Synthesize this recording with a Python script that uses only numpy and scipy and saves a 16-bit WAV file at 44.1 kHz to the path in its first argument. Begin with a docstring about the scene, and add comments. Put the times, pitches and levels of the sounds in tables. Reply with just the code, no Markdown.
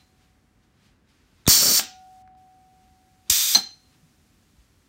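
"""A homemade pneumatic press blasts exhaust air through its two ports, heard in mono from close by.
Each blast is turbulent noise shaped by port resonances and driven by the blow-down of a chamber.
A hand valve clicks over and one port blasts until the piston bumps home; the steel frame rings on.
Then the other port blasts, and the rod shoots out and clanks against its end stop.
Knocks are noise bursts and damped modes; a small workshop adds its decay, rumble, hiss and rustles."""
import sys
import numpy as np
from scipy import signal
from scipy.fft import rfft, irfft, next_fast_len
from scipy.io import wavfile
from scipy.ndimage import uniform_filter1d, map_coordinates

SR = 44100
rng = np.random.default_rng(int(sys.argv[2]) if len(sys.argv) > 2 else 0)


def file_out(sig):
    """Save sig as 16-bit WAV at sys.argv[1]."""
    # one column per channel
    cols = np.atleast_2d(sig).T
    # limit, then scale
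    lim = np.clip(cols, -1, 1)
    pcm = np.round(lim * 32767).astype(np.int16)
    wavfile.write(sys.argv[1], SR, pcm)


N = 215539

# The piston meets an end stop:
# (time [s], rear cap level [dB], front cap level [dB], rod level [dB], frame level [dB])
STOP_HITS = [(1.793, -22.5, -71, -49.5, -68), (1.7949, -17.5, -69, -38.5, -41.5),
             (3.5489, -45, -27, -6.5, -69.5), (3.5535, -63.5, -20, -13, -79)]
# Modes of the piston rod: (frequency [Hz], relative level [dB], t60 [s])
ROD_MODES = [(4149, 2.5, 0.057), (4170, -6, 0.13), (4110, -18, 0.24), (4140, -23, 0.47), (4290, -26.5, 0.3),
             (6120, -4.5, .06), (6200, -14.5, .16), (6050, -27, 0.29), (3130, -29, 0.29), (3370, -20, .13),
             (4678, -13.5, 0.074)]
# Long modes of the sprung steel frame; the close pair starts in opposite sense,
# so the tone swells in as the shorter mode dies: (frequency [Hz], relative level [dB], t60 [s])
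FRAME_MODES = [(748.7, 0.5, 3.66), (749.2, 1.3, 0.84), (1434, -11.5, .8), (2420, -9, .4)]
# The up stroke and the down stroke: (port opens [s], piston stops [s], opening time [s],
# steady level [dB], surplus of the full chamber [dB], blow-down time [s], first spit peak [dB],
# spit delay [s], fade after the stop [dB per s])
PISTON_STROKES = [(1.4742, 1.791, 0.024, -17, 6.5, .088, -12, .0045, 747),
                  (3.2955, 3.55, 0.011, -22.5, 4.5, 0.1, -10.5, 0.0059, 421)]


def amp(db):
    """Amplitude ratio of a level in decibels."""
    return 10 ** (np.asarray(db) / 20)


def unit(x):
    """Signal normalised to an rms of 1."""
    return x / np.sqrt(np.mean(x ** 2) + 1e-20)


def along(points, hz):
    """Linear interpolation of (frequency [Hz], value) points on a logarithmic frequency axis."""
    f, v = np.transpose(points)
    return np.interp(np.log(hz + 1), np.log(f + 1), v)


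def since(s):
    """Seconds since a moment, zero before it."""
    return np.maximum(np.arange(N) / SR - s, 0)


def wobble(rate):
    """Smooth random modulation: a spline through normal random knots, rate knots a second."""
    knots = rng.standard_normal(int(N * rate / SR) + 4)
    return map_coordinates(knots, [np.arange(N) * rate / SR])


def filtered(x, response):
    """Linear filtering: the spectrum times a response of frequency, padded against wrap-around."""
    m = next_fast_len(N + SR // 2)
    return irfft(rfft(x, m) * response(np.fft.rfftfreq(m, 1 / SR)), m)[:N]


def noise(spectrum, bells=()):
    """Spectral shaping: noise of rms 1 with a broad colour and narrow resonances or notches."""
    def colour(hz):
        level_db = along(spectrum, hz)
        for centre, width, db in bells:
            level_db = level_db + db / (1 + (2 * (hz - centre) / width) ** 2)
        return amp(level_db)
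    return unit(filtered(rng.standard_normal(N), colour))


def decay(t, t60):
    """Exponential decay by 60 dB in t60 seconds."""
    return np.exp(-np.log(1000) * t / t60)


def ring(modes, s, waver_hz=0):
    """Modal superposition: damped sines struck at one moment; a loose fit makes their pitch waver."""
    t = since(s)
    out = np.zeros(N)
    for k, (hz, db, t60) in enumerate(modes):
        drift = waver_hz * np.cumsum((t > 0) * wobble(250)) / SR if waver_hz else 0
        sense = (-1) ** k  # neighbouring modes start in opposite sense
        out += sense * amp(db) * decay(t, t60) * np.sin(2 * np.pi * (hz * t + drift))
    return out


def crack(s, t60, colour):
    """Impact noise: a contact starts a coloured burst that decays exponentially."""
    t = since(s)
    return (t > 0) * decay(t, t60) * noise(colour)


def thuds(rows):
    """Low-frequency transients: pushes that swell, sag in pitch and die within a few cycles."""
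    out = np.zeros(N)
    for s, db, start_hz, end_hz, swell in rows:
        u = since(s) / swell
        cycles = swell * (end_hz * u + (start_hz - end_hz) * (1 - np.exp(-u)))
        out += amp(db) * u * np.exp(1 - u) * np.sin(2 * np.pi * cycles)
    return out


def swells(rows):
    """Power summation: a gain curve of separate swells that each rise to a peak and die away."""
    t = np.arange(N) / SR
    power = np.zeros(N)
    for s, db, rise, fall in rows:
        times_away = np.maximum((s - t) / rise, (t - s) / fall)
        power += amp(db) ** 2 * np.exp(-2 * times_away)
    return np.sqrt(power)


def background():
    """Stationary and modulated noise: rumble, a drifting hiss that dips once, rustles and bumps."""
    # Room rumble: (frequency [Hz], relative level [dB per Hz])
    rumble_colour = [(20, -25.5), (32, -15), (45, 0.5), (70, 0.5), (150, -6), (240, -5.5), (340, -12),
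                     (520, -19.5), (900, -22.5), (1500, -22), (2200, -25), (4000, -35), (12000, -52.5)]
    # Faint hiss: (frequency [Hz], relative level [dB per Hz])
    hiss_colour = [(400, -19), (1000, -6), (2000, -3.5), (4500, -2), (6500, -2.5), (9300, -6),
                   (10300, -8.5), (11500, -8.5), (16000, -13)]
    # Slow drift of the hiss: (time [s], level before the dip [dB])
    hiss_drift = [(0, -71), (1.0, -81.5), (1.4, -73.5), (2.15, -66.5), (2.45, -73), (2.8, -70.5),
                  (3.9, -67.5), (4.88, -70)]
    # The hiss dips briefly: (from [s], to [s], level change [dB])
    hiss_dip = (2.225, 2.37, -14)
    # Soft rustles of handling: (peak time [s], level [dB], rise [s], fall [s])
    rustle_swells = [(.01, -63.5, 0.041, 0.036), (.225, -66, 0.052, .07), (.635, -71.5, .008, 0.046),
                     (.86, -63.5, 0.082, 0.065), (1.095, -66.5, 0.019, 0.28), (1.4, -68, 0.13, 0.13),
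                     (2.83, -70.5, .03, 0.062), (3.285, -60.5, 0.023, .03), (3.95, -67, 0.061, .03),
                     (4.6, -69, 0.021, 0.055)]
    # Colour of the rustles: (frequency [Hz], relative level [dB per Hz])
    rustle_colour = [(300, -8.5), (1000, -2), (2300, 0), (4500, -2.5), (6500, -6.5), (10000, -14),
                     (16000, -21.5)]
    # Soft bumps of handling:
    # (time [s], peak level [dB], starting frequency [Hz], final frequency [Hz], swell time [s])
    handling_bumps = [(2.915, -55, 110.5, 59.5, 0.0084), (4.025, -51.5, 171, 154, .012),
                      (4.58, -50, 69.7, 51.7, 0.012)]

    t = np.arange(N) / SR
    dip_from, dip_to, dip_db = hiss_dip
    # the moving average, in samples, softens the edges of the dip
    dip = uniform_filter1d(1.0 * ((t > dip_from) & (t < dip_to)), size=400)
    hiss_db = np.interp(t, *np.transpose(hiss_drift)) + dip_db * dip
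    rumble = amp(-62.5) * noise(rumble_colour)
    hiss = amp(hiss_db) * noise(hiss_colour)
    rustles = swells(rustle_swells) * noise(rustle_colour)
    return rumble + hiss + rustles + thuds(handling_bumps)


def workshop(x, delay_s=0.004):
    """Reverberation: convolution with a noise tail, each frequency dying at its own rate."""
    # Decay of the room: (frequency [Hz], t60 [s])
    room_decay = [(100, 0.19), (250, 0.36), (1000, 0.31), (3000, 0.35), (6000, 0.35), (9000, 0.18),
                  (11000, 0.15), (16000, 0.23)]
    hz, t, cells = signal.stft(rng.standard_normal(SR // 2), SR, nperseg=256)
    decaying = cells * decay(t, along(room_decay, hz)[:, None])
    tail = signal.istft(decaying, SR, nperseg=256)[1]
    delayed = np.pad(x, (int(delay_s * SR), 0))
    return signal.fftconvolve(delayed, tail / np.linalg.norm(tail))[:N]


def earlier_stroke():
    """Free decay: rod and frame still ring faintly from the stroke before."""
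    rod_remnant = amp(-7) * ring(ROD_MODES, -0.26, waver_hz=130)
    frame_remnant = amp(-66.5) * ring(FRAME_MODES, -0.25)
    return rod_remnant + frame_remnant


def base():
    """Forced response: the heavy base answers each end stop with a short, late rumble."""
    # The steel base takes up each blow: (peak time [s], level [dB], rise [s], fall [s])
    base_swells = [(1.82, -46.5, .012, .035), (3.574, -38, .014, .028)]
    # Colour of its rumble: (frequency [Hz], relative level [dB per Hz])
    base_colour = [(90, -20.5), (160, -15.5), (200, 3.5), (245, 1.5), (300, -9.5), (350, -3.5),
                   (460, -14.5), (650, -13), (900, -25), (2000, -41.5)]
    return swells(base_swells) * noise(base_colour)


def frame():
    """Lightly damped modes: the sprung frame sings on like a faint whistle."""
    return sum(amp(frame_db) * ring(FRAME_MODES, s) for s, _, _, _, frame_db in STOP_HITS)


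def rod():
    """Modulated modes: the rod rings roughly in its loose bearing after each stop."""
    return sum(amp(rod_db) * ring(ROD_MODES, s, waver_hz=45) for s, _, _, rod_db, _ in STOP_HITS)


def cap_knocks():
    """Impact excitation: the piston knocks on the end caps, and the cylinder tube clunks."""
    # Knock of each end cap: (frequency [Hz], relative level [dB per Hz])
    rear_colour = [(60, -27.5), (220, -2), (310, -13.5), (500, -6.5), (900, 2), (1500, 0), (2100, 2.5),
                   (4000, 1.5), (5500, -7.5), (9000, -21.5), (15000, -29)]
    front_colour = [(90, -25), (230, -13), (350, -11.5), (460, -22), (630, -18.5), (780, 3), (1000, -13),
                    (1450, -2.5), (2000, -10), (3800, -6), (6500, -10), (10000, -31.5)]
    # Hollow clunk of the cylinder tube: (frequency [Hz], relative level [dB], t60 [s])
    tube_modes = [(212, -12.5, 0.15), (334, -13.5, 0.088), (772, 1, .13), (830, -3, 0.045),
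                  (1290, -5, 0.07), (1590, -9, 0.11)]
    out = np.zeros(N)
    for s, rear_db, front_db, _, _ in STOP_HITS:
        out += amp(rear_db) * crack(s, t60=0.025, colour=rear_colour)
        out += amp(front_db) * crack(s, t60=0.089, colour=front_colour)
        tube_gain = amp(rear_db - 16) + amp(front_db - 5.5)
        out += tube_gain * ring(tube_modes, s, waver_hz=18.1)
    return out


def clicks():
    """Impact of light parts: each contact gives a short metal ring and a dull snap."""
    # The valve spool clicks over, the frame ticks as it settles:
    # (time [s], metal ring level [dB], dull snap level [dB])
    contacts = [(0.625, -74, -64), (1.075, -64, -66), (1.456, -45, -45), (1.466, -18.5, -34),
                (1.4785, -20.5, -11), (1.501, -45, -46), (2.276, -73, -51.5), (2.351, -84, -59),
                (3.279, -55, -68)]
    # Modes of the valve body: (frequency [Hz], relative level [dB], t60 [s])
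    valve_modes = [(3600, -2, 0.027), (4000, -5.5, 0.022), (6500, -11, 0.014), (8115, -12, 0.0078)]
    # Colour of the dull snap: (frequency [Hz], relative level [dB per Hz])
    snap_colour = [(100, -23.5), (400, -2), (1400, -0.5), (2200, -6.5), (5000, -18.5), (12000, -34.5)]
    out = np.zeros(N)
    for s, ring_db, snap_db in contacts:
        out += amp(ring_db) * ring(valve_modes, s, waver_hz=120.7)
        out += amp(snap_db) * crack(s, t60=0.016, colour=snap_colour)
    return out


def seal():
    """Frictional chirp: the piston seal gives one short rising squeak as it starts to slide."""
    # The seal breaks free: (peak level [dB], frequency at the peak [Hz], glide [Hz per s],
    # half-length [s], whose sign has no effect)
    squeak = (-21.5, 3320, 22000, -0.0038)
    db, hz, glide, half = squeak
    t = np.arange(N) / SR - 1.536  # seconds from the peak
    envelope = amp(db) * np.exp(-(t / half) ** 2 / 2)
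    return envelope * np.sin(2 * np.pi * (hz * t + glide * t ** 2 / 2))


def draught(lumpy_db=3, calm_db_per_s=300):
    """Convected flow: exhaust reaches the microphone as puffs, then eddies that calm after the stop."""
    # Pressure wave as a port opens:
    # (time [s], peak level [dB], starting frequency [Hz], final frequency [Hz], swell time [s])
    puffs = [(1.464, -32, 138, 65.5, 0.01), (1.4802, -5.5, 316, 75.8, 0.0015),
             (3.293, -38.5, 282, 209.6, 0.0049), (3.3025, -29.5, 90, 71.8, 0.0049)]
    # Eddies of stray air: (peak time [s], level [dB], rise [s], fall [s])
    eddy_swells = [(1.48, -39.5, 0.0074, .11), (1.632, -27, 0.012, .045), (1.69, -31.5, 0.025, 0.045)]
    # Colour of their flutter: (frequency [Hz], relative level [dB per Hz])
    flutter_colour = [(25, -24), (60, -13.5), (180, -1), (350, -6.5), (600, -5), (900, -15), (1400, -9),
                      (3000, -33), (8000, -60.5)]
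    home = PISTON_STROKES[0][1]
    strength = swells(eddy_swells) * amp(-calm_db_per_s * since(home))
    flutter = unit(amp(lumpy_db * wobble(90)) * noise(flutter_colour))
    return thuds(puffs) + strength * flutter


def exhaust_flow(stroke):
    """Blow-down: a port spits and opens; pressure falls to the steady flow the piston drives to its stop."""
    (start, stop, opening, steady_db, surplus_db, blowdown,
     spit_db, spit_delay, fade_db_per_s) = stroke
    t = since(start)
    opened = np.sin(np.pi / 2 * np.minimum(t / opening, 1)) ** 2
    # an exponent above 1 makes the chamber hold its pressure a while before it falls
    pressure = np.exp(-(t / blowdown) ** 2.1)
    stream = opened * amp(steady_db + surplus_db * pressure - fade_db_per_s * since(stop))
    u = t / spit_delay
    # the exponent sets how briefly the air trapped in the valve escapes
    spit = amp(spit_db) * (u * np.exp(1 - u)) ** 5.5
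    return np.hypot(stream, spit)


def jet(stroke, hiss, port, unsteady_db, settle_s, raw_share=0.77):
    """Jet turbulence leaves a resonant port: (sound straight ahead, sound spread round the room)."""
    # Sound spread sideways, as the treble beams ahead: (frequency [Hz], relative level [dB per Hz])
    spill_colour = [(100, -24), (220, -17), (500, -19), (1500, -8), (2500, -4), (4000, -1), (5500, 1.5),
                    (7000, -1), (8900, 0.5), (9600, -11), (11000, -13), (14200, -5.5), (15800, -12)]
    strength = exhaust_flow(stroke) * amp(unsteady_db * wobble(120))
    plain = noise(hiss)
    coloured = noise(hiss, port)
    # the first rush is broad and raw; the port's resonances take over as the flow settles
    raw = raw_share * np.exp(-since(stroke[0]) / settle_s)
    ahead = np.sqrt(raw) * plain + np.sqrt(1 - raw) * coloured
    return strength * ahead, strength * noise(spill_colour)


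def scene():
    """Superposition of both strokes, their knocks and ringing, and the workshop round them, in mono."""
    # Hiss of each jet: (frequency [Hz], relative level [dB per Hz])
    up_hiss = [(60, -23), (250, -15.5), (600, -21.5), (1200, -13), (2600, -14.5), (4000, -10.5), (6000, 1),
               (8600, -3.5), (10200, -15.5), (13000, -9.5), (15600, -5.5)]
    down_hiss = [(60, -37.5), (250, -33.5), (600, -37), (1200, -19.5), (2600, -12.5), (4000, -12.5),
                 (6000, 2), (8000, -4), (10200, -13.5), (13000, -18), (15600, -18.5)]
    # Resonances and notches of each port with its hose: (frequency [Hz], width [Hz], gain [dB])
    up_port = [(4100, 250, 10.5), (4543, 270, 16), (5300, 85, 9), (5598, 500, 7), (7300, 440, 6),
               (7750, 90, -9.5), (8407, 160, -9.5), (8920, 260, 9), (9530, 390, 5), (11400, 481, 2.5),
               (14000, 380, 14), (14450, 140, -6), (14800, 250, 7), (15350, 360, 3.5)]
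    down_port = [(2450, 130, 7), (3651, 780, 15.5), (4260, 66, 4), (4830, 200, 11.5), (5100, 250, -7.5),
                 (8000, 100, -11.5), (8290, 180, 8.5), (9850, 120, 8.5), (11280, 219, 11), (11900, 520, 16),
                 (12679, 224, 2.5), (13165, 200, 7), (13200, 260, 11.5), (14350, 770, 17), (15110, 400, 14),
                 (15680, 160, 13)]
    up_stroke, down_stroke = PISTON_STROKES
    up, up_spread = jet(up_stroke, up_hiss, up_port, unsteady_db=0.42, settle_s=0.011)
    down, down_spread = jet(down_stroke, down_hiss, down_port, unsteady_db=0.4, settle_s=0.026)
    knocks = clicks() + cap_knocks() + seal()
    clank = rod()
    to_room = amp(-12.0) * up_spread + amp(-11.0) * down_spread
    to_room += amp(-10.5) * knocks + amp(-16.0) * clank
    machine = up + down + knocks + clank + base() + frame()
    mono = machine + workshop(to_room) + draught() + earlier_stroke() + background()
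    return np.array([mono, mono])


def record(dry):
    """Band-limiting and saturation: a small microphone loses deep bass and rounds off peaks."""
    highpass = signal.butter(3, 33, "highpass", fs=SR, output="sos")  # corner in Hz
    thin = signal.sosfilt(highpass, dry)
    rounded = thin / (1 + np.abs(thin / 0.76) ** 8) ** (1 / 8)  # peaks stay below 0.76

    def band(hz):
        return 1 / np.sqrt(1 + (hz / 15800) ** 240)  # steep upper limit in Hz
    return np.array([filtered(channel, band) for channel in rounded])


dry = scene()
out = record(dry)
file_out(out)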